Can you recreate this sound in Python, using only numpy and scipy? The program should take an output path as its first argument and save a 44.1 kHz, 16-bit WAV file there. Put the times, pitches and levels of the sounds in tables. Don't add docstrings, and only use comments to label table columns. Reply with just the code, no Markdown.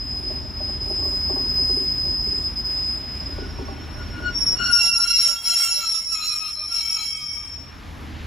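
import sys
import numpy as np
from scipy import signal
from scipy.fft import rfft, irfft
from scipy.io import wavfile
from scipy.ndimage import uniform_filter1d

SR = 44100
rng = np.random.default_rng(int(sys.argv[2]) if len(sys.argv) > 2 else 0)


def pcm_store(signal):
    levels = np.round(np.clip(np.atleast_2d(signal), -1, 1) * 32767)
    wavfile.write(sys.argv[1], SR, levels.astype(np.int16).T)


N = 364266
T = np.arange(N) / SR
SIDES = np.array([[1], [-1]])

# time in seconds, relative rumble level in dB, relative roar level in dB.
BED_LEVELS = [(0.0, -33.5, -52), (2.2, -33.5, -51), (2.9, -36, -50), (3.5, -32.5, -49.5),
              (4.72, -35.5, -47.5), (4.75, -40.5, -54), (5.7, -52.5, -60.5), (7.2, -47.5, -60.5),
              (7.91, -37.5, -49.5), (8.26, -33.5, -48)]
# frequency in Hz, relative density in dB.
RUMBLE_SPECTRUM = [(21, -29.5), (36, -5), (70, 1.5), (157, -10), (242, -9), (315, -9.5), (401, -29),
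                   (448, -21.5), (650, -43), (1100, -120)]
ROAR_SPECTRUM = [(150, 3), (500, -2), (1000, 0), (1800, -3), (3000, -7), (5000, -13.5), (8000, -24),
                 (12000, -23.5), (15500, -38.5)]
# frequency in Hz, likeness from 0 to 1.
LIKENESS = [(30, .55), (100, .72), (300, .72), (650, .4), (1400, .2), (2100, .95), (15000, .95)]
# centre frequency in Hz, relative level in dB.
FIRING_HUM = [(48, -5.5), (77, -5.5), (127, -16)]

# time in seconds, level in dB.
FIRST_LEVELS = [(0.0, -32), (0.15, -30), (0.8, -28.5), (1.0, -24.5), (1.45, -24.5), (1.62, -20.5),
                (1.9, -23.5), (2.85, -25.5), (3.3, -33), (3.6, -55), (4.0, -71)]
FIRST_HZ = 5044
# multiple of the note, mean level against the note in dB.
FIRST_PARTIALS = [(1.5, -32), (2, -31), (2.5, -43), (3, -35)]
# centre in seconds, depth in dB, half length in seconds.
FIRST_DIPS = [(0.5, 8, 0.15), (0.79, 5.5, 0.041), (2.53, 13, 0.059), (2.63, 16, 0.021), (3.08, 6, 0.1)]

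# time in seconds, relative blow level in dB,
# gain of the modes above 500 Hz in dB.
WHEEL_KNOCKS = [(0.31, -19.5, -12.5), (0.61, -22.5, -7), (0.7, -28.5, -2), (0.91, -15, -13.5),
                (1.03, -21, -10.5), (1.061, -17.5, -13), (1.304, -9, -17.5), (1.368, -15, -11),
                (1.468, -18.5, -21), (1.59, -20, -12), (1.703, -12.5, -19.5), (1.77, -16.5, -17.5),
                (2.085, -18, -24), (2.271, -18.5, -24), (3.387, -11, -17.5), (3.594, -15, -15),
                (3.692, -20, -8), (4.209, -21.5, -13)]
# frequency in Hz, nominal width in Hz, relative gain in dB, relative arrival in ms.
RAIL_MODES = [(269.3, 47, -13.5, 43.2), (381.3, 77, -7.5, 14), (608, 91, 1, 5.99), (786, 74, -5, 4.92),
              (937, 63, -6.5, 3.93), (1113, 84, -5.5, 3.01)]

# time in seconds, level in dB.
LOWER_LEVELS = [(0.1, -55), (1.0, -46), (3.3, -50), (3.62, -43), (3.75, -47), (4.15, -47), (4.3, -52),
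                (5.0, -42), (6.4, -37), (6.78, -32), (6.95, -39), (7.5, -44), (7.62, -55), (8.05, -60)]
# time in seconds, frequency in Hz.
LOWER_GLIDE = [(0, 5405), (4.3, 5405), (5.5, 5388), (7, 5383)]
# time in seconds, level in dB.
MAIN_LEVELS = [(4.12, -50), (4.335, -42.5), (4.35, -24.5), (4.46, -19), (4.7, -25), (4.73, -11),
               (4.78, -17), (5.7, -21), (6.3, -22.5), (6.55, -41.5), (6.78, -23), (7.4, -32.5), (7.65, -73),
               ]
# time in seconds, frequency in Hz.
MAIN_GLIDE = [(4.1, 5450), (4.3, 5503), (5.1, 5487), (6.5, 5479), (7.8, 5472)]
# centre in seconds, depth in dB, half length in seconds.
MAIN_DIPS = [(4.6, 10.5, 0.055), (5.06, 17, 0.015), (5.39, 15.5, 0.091), (5.68, 6, 0.035),
             (5.83, 13, 0.061), (6.04, 10, 0.072), (6.22, 14, 0.077), (6.44, 24, 0.043), (6.7, 22, 0.012),
             (6.85, 9, 0.056), (7.01, 28, 0.045), (7.2, 6.5, 0.087)]
# time in seconds, level in dB.
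MIDDLE_LEVELS = [(6.3, -41), (6.68, -41), (6.74, -28.5), (7.1, -32.5), (7.3, -35), (7.55, -34), (7.8, -61)]
MIDDLE_HZ = 5432
# centre in seconds, depth in dB, half length in seconds.
MIDDLE_DIPS = [(7.2, 21, 0.033), (7.41, 9, 0.12)]

# start of hold in seconds, hold in seconds, then relative levels in dB
BLOCK_BITES = [(3.428, .01, -46, -95, -95, -95), (4.012, 0.0093, -47, -95, -95, -95),
               (4.169, 0.014, -41.5, -100, -84, -95), (4.265, 0.025, -31, -97, -95, -95),
               (4.611, 0.18, -27.5, -39, -58, -62), (4.811, 0.06, -44, -24, -37, -38.5),
               (4.896, 0.053, -45, -27, -40, -50), (5.001, 0.085, -36.5, -29.5, -35, -38),
               (5.101, 0.15, -41.5, -31, -32.5, -38), (5.288, 0.17, -42, -44.5, -57, -47),
               (5.489, 0.086, -42.5, -38, -33.5, -40.5), (5.596, 0.23, -41, -34, -33.5, -39),
               (5.796, 0.18, -41.5, -42, -38.5, -44.5), (6.131, 0.15, -47, -47, -43.5, -49.5),
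               (6.232, 0.14, -44.5, -47.5, -33.5, -47), (6.423, 0.072, -46.5, -49, -35.5, -48),
               (6.581, 0.063, -48.5, -79, -39.5, -57.5), (6.733, 0.075, -49.5, -44, -35.5, -47),
               (6.853, 0.14, -51, -55, -45, -46.5), (6.971, 0.086, -49.5, -48, -37, -46.5),
               (7.151, 0.095, -53, -76, -59, -54.5), (7.327, 0.15, -56, -70, -85, -56)]
BITE_RISE_DB_S, BITE_SAG_DB_S, BITE_FALL_DB_S = (395, 405, 300, 120), (27, 44, 16, 10), (453, 200, 296, 95)
# time in seconds, mean slip rate in Hz.
SLIP_RATE = [(3.4, 1465), (4.6, 1433), (5.8, 1355), (6.1, 1257), (6.6, 1197), (6.9, 1249), (7.4, 1200)]
# multiple of the slip rate, relative level in dB.
GROAN_PARTIALS = [(1, 4), (2, -4), (3, -7), (5, -17.5)]
MURMUR_DB, MURMUR_S = -63, (3.3, 7.9)
SLOW_FROM_S = 6.0
BITE_SHARP, BITE_SETTLE_S = .04, .12
SLOW_OCTAVE_DB = 7

SCRAPE_S = (4.5, 7.7)
# frequencies in Hz, and their relative levels in dB.
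STRONG_HZ = (2170, 3208, 3860, 4592, 5017, 6897, 7144, 7499, 8204, 9270, 9652, 10261, 11332, 12339, 13650,
             14153, 15095)
STRONG_DB = (-4.5, -2, -7, -10, 2.5, 9.5, -3.5, -6, 7, -14, 7, -7, -8.5, -3, -7, -8, -9.5)
CAUGHT_HZ = (2748, 4090)
HALF_MODE_DB = (0, -13)
GEAR_HZ = (590, 735, 895)

# centre in seconds, centre frequency in Hz, level at the peak in dB.
SQUEAKS = [(7.03, 5028, -40), (5.39, 3275, -38), (5.46, 3275, -42), (5.53, 3210, -37), (5.0, 892, -45),
           (5.53, 690, -51), (5.79, 580, -48), (6.6, 600, -53)]
SQUEAK_S, SQUEAK_RISE_HZ_S = 0.027, 700

# time in seconds, relative level of the first mode set in dB, of the second in dB.
RUB_LEVELS = [(6.15, -80, -77), (6.27, -78, -57), (6.63, -62, -59), (6.84, -41, -53), (7.02, -42, -51),
              (7.1, -53, -38.5), (7.27, -67, -43.5), (7.38, -48, -47.5), (7.6, -75, -61.5)]
# frequencies in Hz, and their relative levels in dB.
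RUB_HZ = ((883, 2277, 3160), (2245, 3187, 5028))
RUB_DB = ((-14, 0, -1), (-2, 0.0025, 0.5))

# frequency in Hz, lead of the left port in radians.
PORT_LEAD = [(7300, 0), (8400, -2.8), (9700, -3.6), (10700, -6.1), (11800, -6.5), (12900, -9.4),
             (13900, -9.5), (14600, -12.3), (15500, -12.6)]
TOP_HZ = 15700


def undb(db):
    return 10 ** (np.asarray(db) / 20)


def unit(x):
    return x / np.sqrt(np.mean(np.abs(x) ** 2))


def curve(rows, fade_s=0.02):
    s, *columns = np.transpose(rows)
    inside_s = np.minimum(T - s[0], s[-1] - T)
    gate = np.clip(inside_s / fade_s + 1, 0, 1)
    return [np.interp(T, s, column) for column in columns] + [gate]


def on_log(table, hz):
    f, values = np.transpose(table)
    return np.interp(np.log(np.maximum(hz, 1)), np.log(f), values)


def walk(rate_hz):
    k = int(SR / rate_hz)
    held = np.repeat(rng.standard_normal(N // k + 1), k)
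    return unit(uniform_filter1d(uniform_filter1d(held, k), k)[:N])


def turns(hz):
    return np.exp(2j * np.pi * np.cumsum(hz * np.ones(N)) / SR)


def fuzz(width_hz, size=8):
    pole = np.exp(-2 * np.pi * width_hz * size / SR)
    white = rng.standard_normal((2, N // size + 2))
    slow = signal.lfilter([1], [1, -2 * pole, pole ** 2], white[0] + 1j * white[1])
    return unit(np.interp(np.arange(N) / size, np.arange(len(slow)), slow))


def sing(hz, rough, skirt_hz, wide=0.):
    swing = (1 + rough * fuzz(skirt_hz)) / np.sqrt(1 + rough ** 2)
    if wide:
        swing = swing * (1 + wide * fuzz(21) * SIDES) / np.sqrt(1 + wide ** 2)
    swing = swing / np.sqrt(1 + np.abs(swing) ** 2 / 4)
    return unit(np.imag(turns(hz) * swing))


def ring(x, hz, width_hz):
    return signal.lfilter(*signal.iirpeak(hz, hz / width_hz, fs=SR), x)


def gaps(rows):
    return sum(db * np.clip(1 - np.abs(T - s) / half_s, 0, 1) for s, db, half_s in rows)


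def bed(spectrum, flicker_db, flicker_hz):
    hz = np.fft.rfftfreq(N, 1 / SR)
    alike = np.clip(on_log(LIKENESS, hz), 0, 1)
    coloured = rfft(rng.standard_normal((2, N))) * undb(on_log(spectrum, hz))
    mid, side = coloured * np.sqrt([1 + alike, 1 - alike])
    both = mid + SIDES * side
    octave = np.clip(np.log2(np.maximum(hz, 1) / 40), 0, 8)
    out = 0
    for k in range(9):
        share = np.clip(1 - np.abs(octave - k), 0, 1)
        out = out + undb(flicker_db * walk(flicker_hz)) * irfft(both * share, N)
    return unit(out)


def engine_and_rolling():
    rumble_db, roar_db, _ = curve(BED_LEVELS)
    hum = sum(undb(db) * sing(hz + 3 * walk(2.5), rough=0.92, skirt_hz=4.9, wide=0.14)
              for hz, db in FIRING_HUM)
    rumble = undb(-2.5) * bed(RUMBLE_SPECTRUM, flicker_db=1.5, flicker_hz=8)
    roar = bed(ROAR_SPECTRUM, flicker_db=1.03, flicker_hz=12)
    return undb(rumble_db) * (rumble + hum) + undb(roar_db + 7.5 + 0.36 * SIDES) * roar


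def first_wheel():
    db, gate = curve(FIRST_LEVELS)
    db = db - gaps(FIRST_DIPS)
    rough = np.clip(.2 + (db.max() - db - 4) / 17, .25, 1.2)
    tone = sing(FIRST_HZ, rough, skirt_hz=21.8, wide=0.096)
    twin = sing(FIRST_HZ + 52, rough=1.7, skirt_hz=30)
    tone = tone + undb(-12.0 + 2.2 * walk(9)) * twin
    for k, partial_db in FIRST_PARTIALS:
        partial = sing(k * FIRST_HZ, rough=1.3, skirt_hz=30 * k)
        tone = tone + undb(partial_db + 2.0 * walk(14)) * partial
    return gate * undb(db) * tone


def knocks(clatter_db=-37, clatter_until_s=4.6, crunch_s=0.029, crunch_db=-3):
    small = rng.random((320, 3)) * [clatter_until_s, 6, 6] + [0, clatter_db, -16]
    scatter = rng.random((2 * len(WHEEL_KNOCKS), 3)) * [.12, -7, -4] + [-.015, -6, 0]
    rebounds = np.repeat(WHEEL_KNOCKS, 2, axis=0) + scatter
    s, blow_db, bright_db = np.vstack([WHEEL_KNOCKS, rebounds, small]).T
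    chance = rng.standard_normal((len(s), len(RAIL_MODES)))
    out = np.zeros((2, N))
    for (hz, nominal_hz, db, ms), spread in zip(RAIL_MODES, chance.T):
        kicks = np.zeros(N)
        at = np.clip(((s + (ms - 14) / 1000) * SR).astype(int), 0, None)
        kicks[at] = undb(blow_db + db + (hz > 500) * bright_db + 2.0 * spread) * np.sign(spread)
        fading = signal.lfilter([1], [1, -np.exp(-1 / (crunch_s * SR))], kicks)
        fading = fading * np.sqrt(2 / (crunch_s * SR))
        crunch = kicks + undb(crunch_db) * fading * rng.standard_normal(N)
        ports = np.array([crunch, np.roll(crunch, int(0.00029 * SR))])
        width_hz = 0.92 * nominal_hz
        out += ring(ring(ports, hz, width_hz), hz, width_hz) * SR / (4 * nominal_hz)
    return out * undb(0.48 * SIDES)


def singing_wheels(scrape_db):
    hurry = np.clip((6.1 - T) / 0.67, .3, 1)
    harder_db = 0.36 * np.maximum(scrape_db - scrape_db.max(), -30)
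    # levels, dB lost, pitch in Hz, roughness, octave dB, lean to the left in dB
    wheels = [
        (LOWER_LEVELS, 2.76 * walk(13), curve(LOWER_GLIDE)[0], .9, -12, 2.2),
        (MAIN_LEVELS, gaps(MAIN_DIPS), curve(MAIN_GLIDE)[0], 1.1, -14, 0.),
        (MIDDLE_LEVELS, gaps(MIDDLE_DIPS), MIDDLE_HZ, .6, -20, 2.2)]
    out = 0
    for levels, lost_db, hz, rough, octave_db, left_db in wheels:
        db, gate = curve(levels)
        note = sing(hz, rough * hurry, skirt_hz=23.0, wide=0.58)
        octave = undb(octave_db + harder_db) * sing(2 * hz, rough * hurry, skirt_hz=27, wide=.1)
        lean_db = left_db * (1 - hurry) * SIDES
        out = out + gate * undb(db - lost_db + lean_db) * (note + octave)
    return out


def bites():
    rise, sag, fall = (np.array(v)[:, None] for v in (BITE_RISE_DB_S, BITE_SAG_DB_S, BITE_FALL_DB_S))
    out, t = -120., T[::64]
    for s, hold_s, *db in BLOCK_BITES:
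        before_s = np.clip(s - t, 0, None)
        held_s = np.clip(t - s, 0, hold_s)
        after_s = np.clip(t - s - hold_s, 0, None)
        lost = rise * before_s + sag * held_s + fall * after_s
        out = np.maximum(out, np.array(db)[:, None] - lost)
    return [np.interp(T, t, row) for row in out]


def stutter(depth_db=5, rate_hz=30):
    return depth_db * np.minimum(walk(rate_hz), .5)


def groan(bite_db):
    murmuring = (T > MURMUR_S[0]) & (T < MURMUR_S[1])
    db = np.maximum(bite_db, np.where(murmuring, MURMUR_DB, -120))
    slow, early = T > SLOW_FROM_S, T < 4.5
    starts = np.array(BLOCK_BITES)[:, 0] - .03
    latest = np.clip(np.searchsorted(starts, T) - 1, 0, None)
    since_s = np.abs(T - starts[latest])
    waver = np.where(T > 4.85, 0.009, 0.004) * walk(30)
    sharp = slow * BITE_SHARP * np.exp(-since_s / BITE_SETTLE_S)
    hz = curve(SLIP_RATE)[0] * (1 + waver + sharp)
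    rough = np.where(slow, 1.1, np.where(early, 0.7, 2.7))
    slips = 0
    for k, partial_db in GROAN_PARTIALS:
        purer_db = 0.35 * (k - 1.5) * (db - db.max()) * early
        octave_db = SLOW_OCTAVE_DB * slow * (k == 2)
        partial = sing(k * hz, rough=rough, skirt_hz=28 * np.sqrt(k), wide=0.43 / k)
        slips = slips + undb(partial_db + purer_db + octave_db) * partial
    return undb(db + stutter() * (T > 4.85) + 2.15 * SIDES) * slips


def flares(hz, db, count, length_s, wander_hz, scatter_db):
    out, start, end = np.zeros(N), *SCRAPE_S
    for when, which, long, turn, size in rng.random((count, 5)):
        k = int(which * len(hz))
        t = np.arange(int((0.5 + long) * length_s * SR)) / SR
        off_hz, glide_hz = wander_hz * rng.standard_normal(2)
        phase = (hz[k] + off_hz) * t + glide_hz * t ** 2 / t[-1] + turn
        level = undb(db[k] - scatter_db * np.log(size + 0.0023))
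        i = int((start + when * (end - start)) * SR)
        out[i:i + len(t)] += level * np.hanning(len(t)) * np.sin(2 * np.pi * phase)
    return unit(out) * np.sqrt((end - start) * SR / N)


def scrape(low_db, high_db, scrape_db):
    strong = flares(STRONG_HZ, STRONG_DB, count=3000, length_s=0.0834, wander_hz=28.7, scatter_db=3.0)
    weak_hz = 2900 + 12500 * rng.random(400)
    weak = flares(weak_hz, -0.8 * weak_hz / 1000, count=3500, length_s=0.07, wander_hz=24.2, scatter_db=3.2)
    moans = unit(sum(sing(hz * (1 + .025 * walk(8)), rough=3.5, skirt_hz=20) * undb(6.1 * walk(9))
                     for hz in GEAR_HZ))
    grit = unit(ring(rng.standard_normal((2, N)), 2300, 1500))
    rasp = undb(7.0) * strong + undb(0.5) * weak + undb(-5.5) * grit + undb(-16.0 + 4.4 * SIDES) * moans
    half_db = low_db + np.where(T > SLOW_FROM_S, *HALF_MODE_DB)
    caught = 0
    for hz, db in zip((*CAUGHT_HZ, CAUGHT_HZ[0] / 2), (low_db, high_db, half_db)):
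        mode = sing(hz * (1 + 0.002 * walk(25)), rough=0.89, skirt_hz=23.3, wide=0.34)
        caught = caught + undb(db + stutter()) * mode
    return undb(scrape_db + 3.0 * walk(18)) * rasp + caught


def squeaks():
    out = 0
    for s, hz, db in SQUEAKS:
        t = T - s
        envelope = undb(db) * np.exp(-(t / SQUEAK_S) ** 2)
        out = out + envelope * np.sqrt(2) * np.sin(2 * np.pi * (hz + SQUEAK_RISE_HZ_S * t / 2) * t)
    return out


def last_rub():
    *levels, gate = curve(RUB_LEVELS)
    out = 0
    for db, notes, gains in zip(levels, RUB_HZ, RUB_DB):
        for hz, gain_db in zip(notes, gains):
            mode = sing(hz, rough=0.52, skirt_hz=9.4, wide=0.51)
            out = out + undb(db + gain_db + 1.0 * walk(12)) * mode
    return gate * out


def scene():
    groan_db, low_db, high_db, scrape_db = bites()
    running = engine_and_rolling() + first_wheel() + knocks()
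    brakes = singing_wheels(scrape_db) + groan(groan_db) + scrape(low_db, high_db, scrape_db)
    return running + brakes + squeaks() + last_rub()


def record(dry):
    phase = on_log(PORT_LEAD, np.fft.rfftfreq(N, 1 / SR))
    ports = irfft(rfft(dry) * np.exp(.5j * phase * SIDES), N)
    ports = np.tanh(1.1 * ports) / 1.1
    return signal.sosfilt(signal.ellip(12, .2, 70, TOP_HZ, fs=SR, output="sos"), ports)


dry = scene()
out = record(dry)
pcm_store(out)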